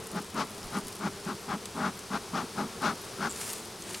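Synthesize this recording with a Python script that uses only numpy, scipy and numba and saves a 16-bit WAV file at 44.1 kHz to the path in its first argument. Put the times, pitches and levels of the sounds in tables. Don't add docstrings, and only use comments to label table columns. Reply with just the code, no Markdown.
import sys
import numpy as np
from scipy import signal
from scipy.fft import rfft, irfft
from scipy.io import wavfile
from scipy.ndimage import uniform_filter1d
from numba import njit

SR = 44100
rng = np.random.default_rng(int(sys.argv[2]) if len(sys.argv) > 2 else 0)


def wav_record(signal):
    frames = np.transpose(np.atleast_2d(signal))
    bounded = np.clip(frames, -1, 1)
    quanta = np.round(bounded * 32767).astype(np.int16)
    wavfile.write(sys.argv[1], SR, quanta)


N = 176400
T = np.arange(N) / SR
FREQS = np.arange(N // 2 + 1) * SR / N

# frequency in Hz, left minus right in dB, spread-out share in dB.
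AROUND_PAN = [(30, -3, -45), (150, 0, -30), (402, 0.56, -16), (700, 0.5, -13), (1350, 2, -12),
              (2000, 1.5, -14), (2450, 1, -11), (3300, 0.8, -17.5), (6400, 2.5, -16), (8450, .6, -13),
              (10800, 0.5, -19.5), (12500, -1.5, -38)]
SMOKER_PAN = [(99, -2.5, -61), (249, -0.1, -40), (450, 1, -21), (750, 4.5, -27), (1450, 5, -28),
              (2000, 3.5, -22), (2550, 6, -14), (3400, 5, -26), (6500, 6, -19), (9000, 4, -11),
              (12000, -6, -35)]
# frequency in Hz, strength there in dB.
AIR_COLOUR = [(20, -28), (35, -13), (55, -3), (100, 5), (135, 1), (220, 4), (300, -8.5), (420, 0.5),
              (550, -3.5), (900, -4), (1300, -4.5), (2000, -14.5), (3500, -20), (8000, -50), (16000, -34)]
SIZZLE_COLOUR = [(1000, 3.5), (2500, -2.5), (4800, 4), (6000, 2), (7200, -3), (8600, -1.5), (10200, -1.5),
                 (11800, -8), (15500, -15.5)]
CRACKLE_COLOUR = [(1500, -18), (4000, -7), (7000, -5), (9500, -0.5), (11300, -4.5), (13000, -11),
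                  (15500, -17)]
RUB_COLOUR = [(100, -9), (250, 6.5), (420, 8), (600, -1), (1500, -2), (2800, -0.5), (5000, -4), (9000, -5),
              (15000, -26)]
BOOM_COLOUR = [(50, -54), (100, -27), (150, -8.5), (198, 2.5), (245, -4.5), (320, -10.5), (420, -12.5),
               (520, -26), (900, -71)]
RUSH_COLOUR = [(130, -17), (260, -6.5), (400, -2), (500, -11), (620, 1.5), (720, -3.5), (830, 2),
               (930, -3.5), (1060, 0), (1400, 0), (1650, -7.5), (2000, -10), (2800, -17.5), (5000, -21),
               (9000, -31), (16000, -51)]
HISS_COLOUR = [(800, -30), (1600, -4.5), (2300, 2.5), (3000, 0.5), (4800, 0.5), (6200, -2), (7500, -11.5),
               (10000, -12), (16000, -28)]
BUMP_COLOUR = [(15, -10), (35, 4), (70, -27), (170, 0), (300, -10), (800, -55)]
CLOTH_COLOUR = [(200, -19), (600, -0.5), (1200, 0.5), (2000, 0.5), (4000, -2), (6500, 1.5), (8700, 4.5),
                (10800, -1), (13000, -9), (15500, -14)]
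# time in seconds, level in dB.
SIZZLE_FADE = [(0, -51), (.2, -49.5), (.31, -53), (.55, -49), (.72, -47.5), (.95, -49.5), (1.15, -48.5),
               (1.7, -49), (2.3, -47.5), (2.7, -46.5), (3.05, -46), (3.3, -46.5), (3.8, -48), (4, -54)]
CRACKLE_FADE = [(0, -49.5), (.22, -52), (.35, -54.5), (.8, -50.5), (.92, -52), (1.05, -57), (2.3, -62),
                (3.3, -57), (3.5, -44), (3.62, -56), (4, -55)]
RUB_FADE = [(3.3, -49), (3.45, -50), (3.64, -48.5), (3.8, -51.5), (3.86, -45.5), (3.9, -44), (3.96, -46.5),
            (4, -47)]
CLOTH_FADE = [(3.22, -77), (3.34, -46), (3.41, -38), (3.51, -40.5), (3.58, -47.5), (3.7, -64), (3.85, -61),
              (3.9, -44.5), (4, -45)]
# strength in dB at 1, 2, 3, .. times the wingbeat.
WING_TONES = [-5.5, 1, -15.5, -13, -12, -12, -29]
# start in seconds, level in dB, pitch in Hz.
DRY_TICKS = [(.037, -47, 8600), (.069, -35.5, 9800), (.200, -43, 9500), (.225, -44, 8500),
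             (.630, -40, 5500), (.882, -33, 9500), (.927, -38.5, 7100), (1.249, -38.5, 7100),
             (1.656, -32, 8700), (1.656, -35.5, 2500), (1.991, -36.5, 8050), (2.819, -39, 9000),
             (3.501, -31, 7000), (3.532, -28, 11500), (3.822, -34.5, 6600), (3.944, -29.5, 2380),
             (3.9474, -31.5, 5270)]
# start, hardest moment and end in seconds, levels of rush, boom
# and hiss in dB, the nozzle's note at full flow in Hz, that note's strength in dB.
SQUEEZES = [(.122, 0.187, 0.21, -35, -35, -49, 1220, -14), (.334, 0.409, 0.45, -29.5, -36, -39, 1230, 0),
            (0.711, 0.766, 0.81, -34, -35, -44.5, 1280, -1),
            (0.986, 1.07, 1.096, -32.5, -34, -47, 1200, -3),
            (1.244, 1.298, 1.346, -35, -36, -56, 1290, -12),
            (1.469, 1.522, 1.572, -32.5, -36, -50, 1310, -5),
            (1.741, 1.859, 1.916, -30, -34, -48, 1300, -2.5),
            (2.095, 2.161, 2.19, -31, -35.5, -44.5, 1280, -1),
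            (2.324, 2.37, 2.45, -30.5, -35, -41.5, 1230, 1),
            (2.549, 2.598, 2.666, -33.5, -34.5, -46, 1170, -4),
            (2.806, 2.858, 2.942, -26.5, -34.5, -37.5, 1460, -1.5),
            (3.177, 3.257, 3.294, -29, -37, -42, 1540, 2)]
# pitch in Hz, width in Hz, strength in dB.
CAN_NOTES = [(836, 61, -6), (1054, 18, -15.5), (1594, 39, -10.5)]
# time in seconds, level in dB.
SOFT_BUMPS = [(.665, -43), (.86, -44), (1.14, -54)]
THIN_SQUEAKS = [(1.41, -52), (1.969, -50), (3.015, -48)]
CREAK_SLIPS = [(3.295, -31), (3.301, -31), (3.307, -31), (3.312, -29), (3.323, -30)]


def undb(db):
    return 10 ** (np.asarray(db) / 20)


def unit(x):
    return x / np.sqrt(np.mean(x ** 2))


def curve(rows, column=1):
    table = np.array(rows).T
    return undb(np.interp(np.log(FREQS + 1), np.log(table[0]), table[column]))


def fader(rows):
    return undb(np.interp(T, *np.array(rows).T))


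def wander(rate):
    step = max(int(SR / rate), 2)
    stairs = rng.standard_normal(N)[np.arange(N) // step]
    return unit(uniform_filter1d(stairs, step))


def place(spectrum, pan, side=0):
    gain = np.sqrt(curve(pan))
    return unit(irfft(np.array([spectrum * gain + side, spectrum / gain - side]), N))


def noise(colour, pan=AROUND_PAN, ringing=1):
    mid, side = rfft(rng.standard_normal((2, N))) * curve(colour) * ringing
    return place(mid, pan, side * curve(pan, 2))


def resonance(hz, width_hz):
    return 1j * FREQS * width_hz / (hz ** 2 - FREQS ** 2 + 1j * FREQS * width_hz)


def snap(start, db, hz, width_hz, decay_s, size=2048):
    burst = rng.standard_normal(size) * np.exp(-T[:size] / decay_s)
    ring = signal.lfilter(*signal.iirpeak(hz, hz / width_hz, fs=SR), burst)
    ring = unit(ring) * np.sqrt(decay_s * SR / 2 / size) * undb(db)
    return np.pad(ring, (int(start * SR), N))[:N]


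def air(level_db=-48, sway_db=1.1):
    return undb(level_db + sway_db * wander(9.6)) * noise(AIR_COLOUR)


def bees(count=7, wingbeat_hz=204.2, swell_db=3, level_db=-49.5):
    swarm = 0
    for offset in np.linspace(-.11, .11, count):
        hz = wingbeat_hz * (1 + offset + .04 * wander(7))
        phase = 2 * np.pi * np.cumsum(hz) / SR
        hum = sum(undb(db) * np.sin(k * phase) for k, db in enumerate(WING_TONES, 1))
        swarm = swarm + undb(swell_db * wander(9)) * hum
    return undb(level_db) * place(rfft(swarm), AROUND_PAN)


def sizzle(crackles_per_s=260, spread_db=3, decay_s=0.00067):
    starts = rng.random(N) < crackles_per_s / SR
    sizes = starts * undb(spread_db * np.minimum(rng.exponential(size=N), 3))
    bursts = unit(signal.lfilter([1], [1, -np.exp(-1 / (decay_s * SR))], sizes + 1e-12))
    crackle = bursts * noise(CRACKLE_COLOUR)
    return fader(SIZZLE_FADE) * noise(SIZZLE_COLOUR) + fader(CRACKLE_FADE) * crackle


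def rub():
    return fader(RUB_FADE) * noise(RUB_COLOUR)


def ticks(decay_s=0.0037, dull_above_hz=12100):
    clicks = sum(snap(start, db, hz, 0.64 * hz, decay_s) for start, db, hz in DRY_TICKS)
    return signal.lfilter(*signal.butter(2, dull_above_hz, fs=SR), clicks)


def bellows(t, start, hardest, end, valve_s=0.0071, first_flow=0.16):
    swell = np.sin(np.interp(t, [start, hardest, end], [0, np.pi / 2, np.pi]))
    opening = np.clip(np.minimum(t - start, end - t) / valve_s, 0, 1)
    return opening * (first_flow + (1 - first_flow) * swell)


@njit
def nozzle(x, hz, width_hz):
    note, band, low = np.empty(len(x)), 0., 0.
    for i in range(len(x)):
        tuning, damping = np.tan(np.pi * hz[i] / SR), width_hz / hz[i]
        swing = (band + tuning * (x[i] - low)) / (1 + tuning * (tuning + damping))
        band = 2 * swing - band
        low += 2 * tuning * swing
        note[i] = damping * swing
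    return note


def smoker(boom_lag_s=0.007, note_rise=0.26, note_width_hz=400., flutter_db=0.4):
    can = 1 + sum(undb(db) * resonance(hz, width) for hz, width, db in CAN_NOTES)
    boom = noise(BOOM_COLOUR, SMOKER_PAN)
    rush = noise(RUSH_COLOUR, SMOKER_PAN, can)
    hiss = noise(HISS_COLOUR, SMOKER_PAN)
    puffs = np.zeros((2, N))
    for start, hardest, end, rush_db, boom_db, hiss_db, note_hz, note_db in SQUEEZES:
        on = (T > start) & (T < end + boom_lag_s)
        flow = bellows(T[on], start, hardest, end)
        late_flow = bellows(T[on] - boom_lag_s, start, hardest, end)
        pitch = note_hz * (1 + note_rise * (flow - 1))
        note = np.array([nozzle(channel[on], pitch, note_width_hz) for channel in rush])
        puffs[:, on] += undb(boom_db) * late_flow ** 0.47 * unit(boom[:, on])
        puffs[:, on] += undb(rush_db) * flow ** 1.74 * unit(rush[:, on] + undb(note_db) * note)
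        puffs[:, on] += undb(hiss_db) * flow ** 2.44 * unit(hiss[:, on])
    return puffs * undb(-flutter_db * wander(200))


def bumps(width_s=0.023):
    swells = sum(undb(db) * np.exp(-((T - time) / width_s) ** 2) for time, db in SOFT_BUMPS)
    return swells * noise(BUMP_COLOUR)


def squeaks():
    return sum(snap(start, db, hz=11500, width_hz=350, decay_s=.015) for start, db in THIN_SQUEAKS)


def creak():
    return sum(snap(start, db, hz=7630, width_hz=420, decay_s=.0014) for start, db in CREAK_SLIPS)


def clothing(flutter_db=2):
    return fader(CLOTH_FADE) * undb(flutter_db * wander(250)) * noise(CLOTH_COLOUR)


def scene():
    return (smoker() + bees() + sizzle() + ticks() + creak() + squeaks()
            + clothing() + rub() + bumps() + air())


def record(dry, top_hz=15850):
    return signal.sosfilt(signal.ellip(10, .2, 70, top_hz, fs=SR, output="sos"), dry)


dry = scene()
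out = record(dry)
wav_record(out)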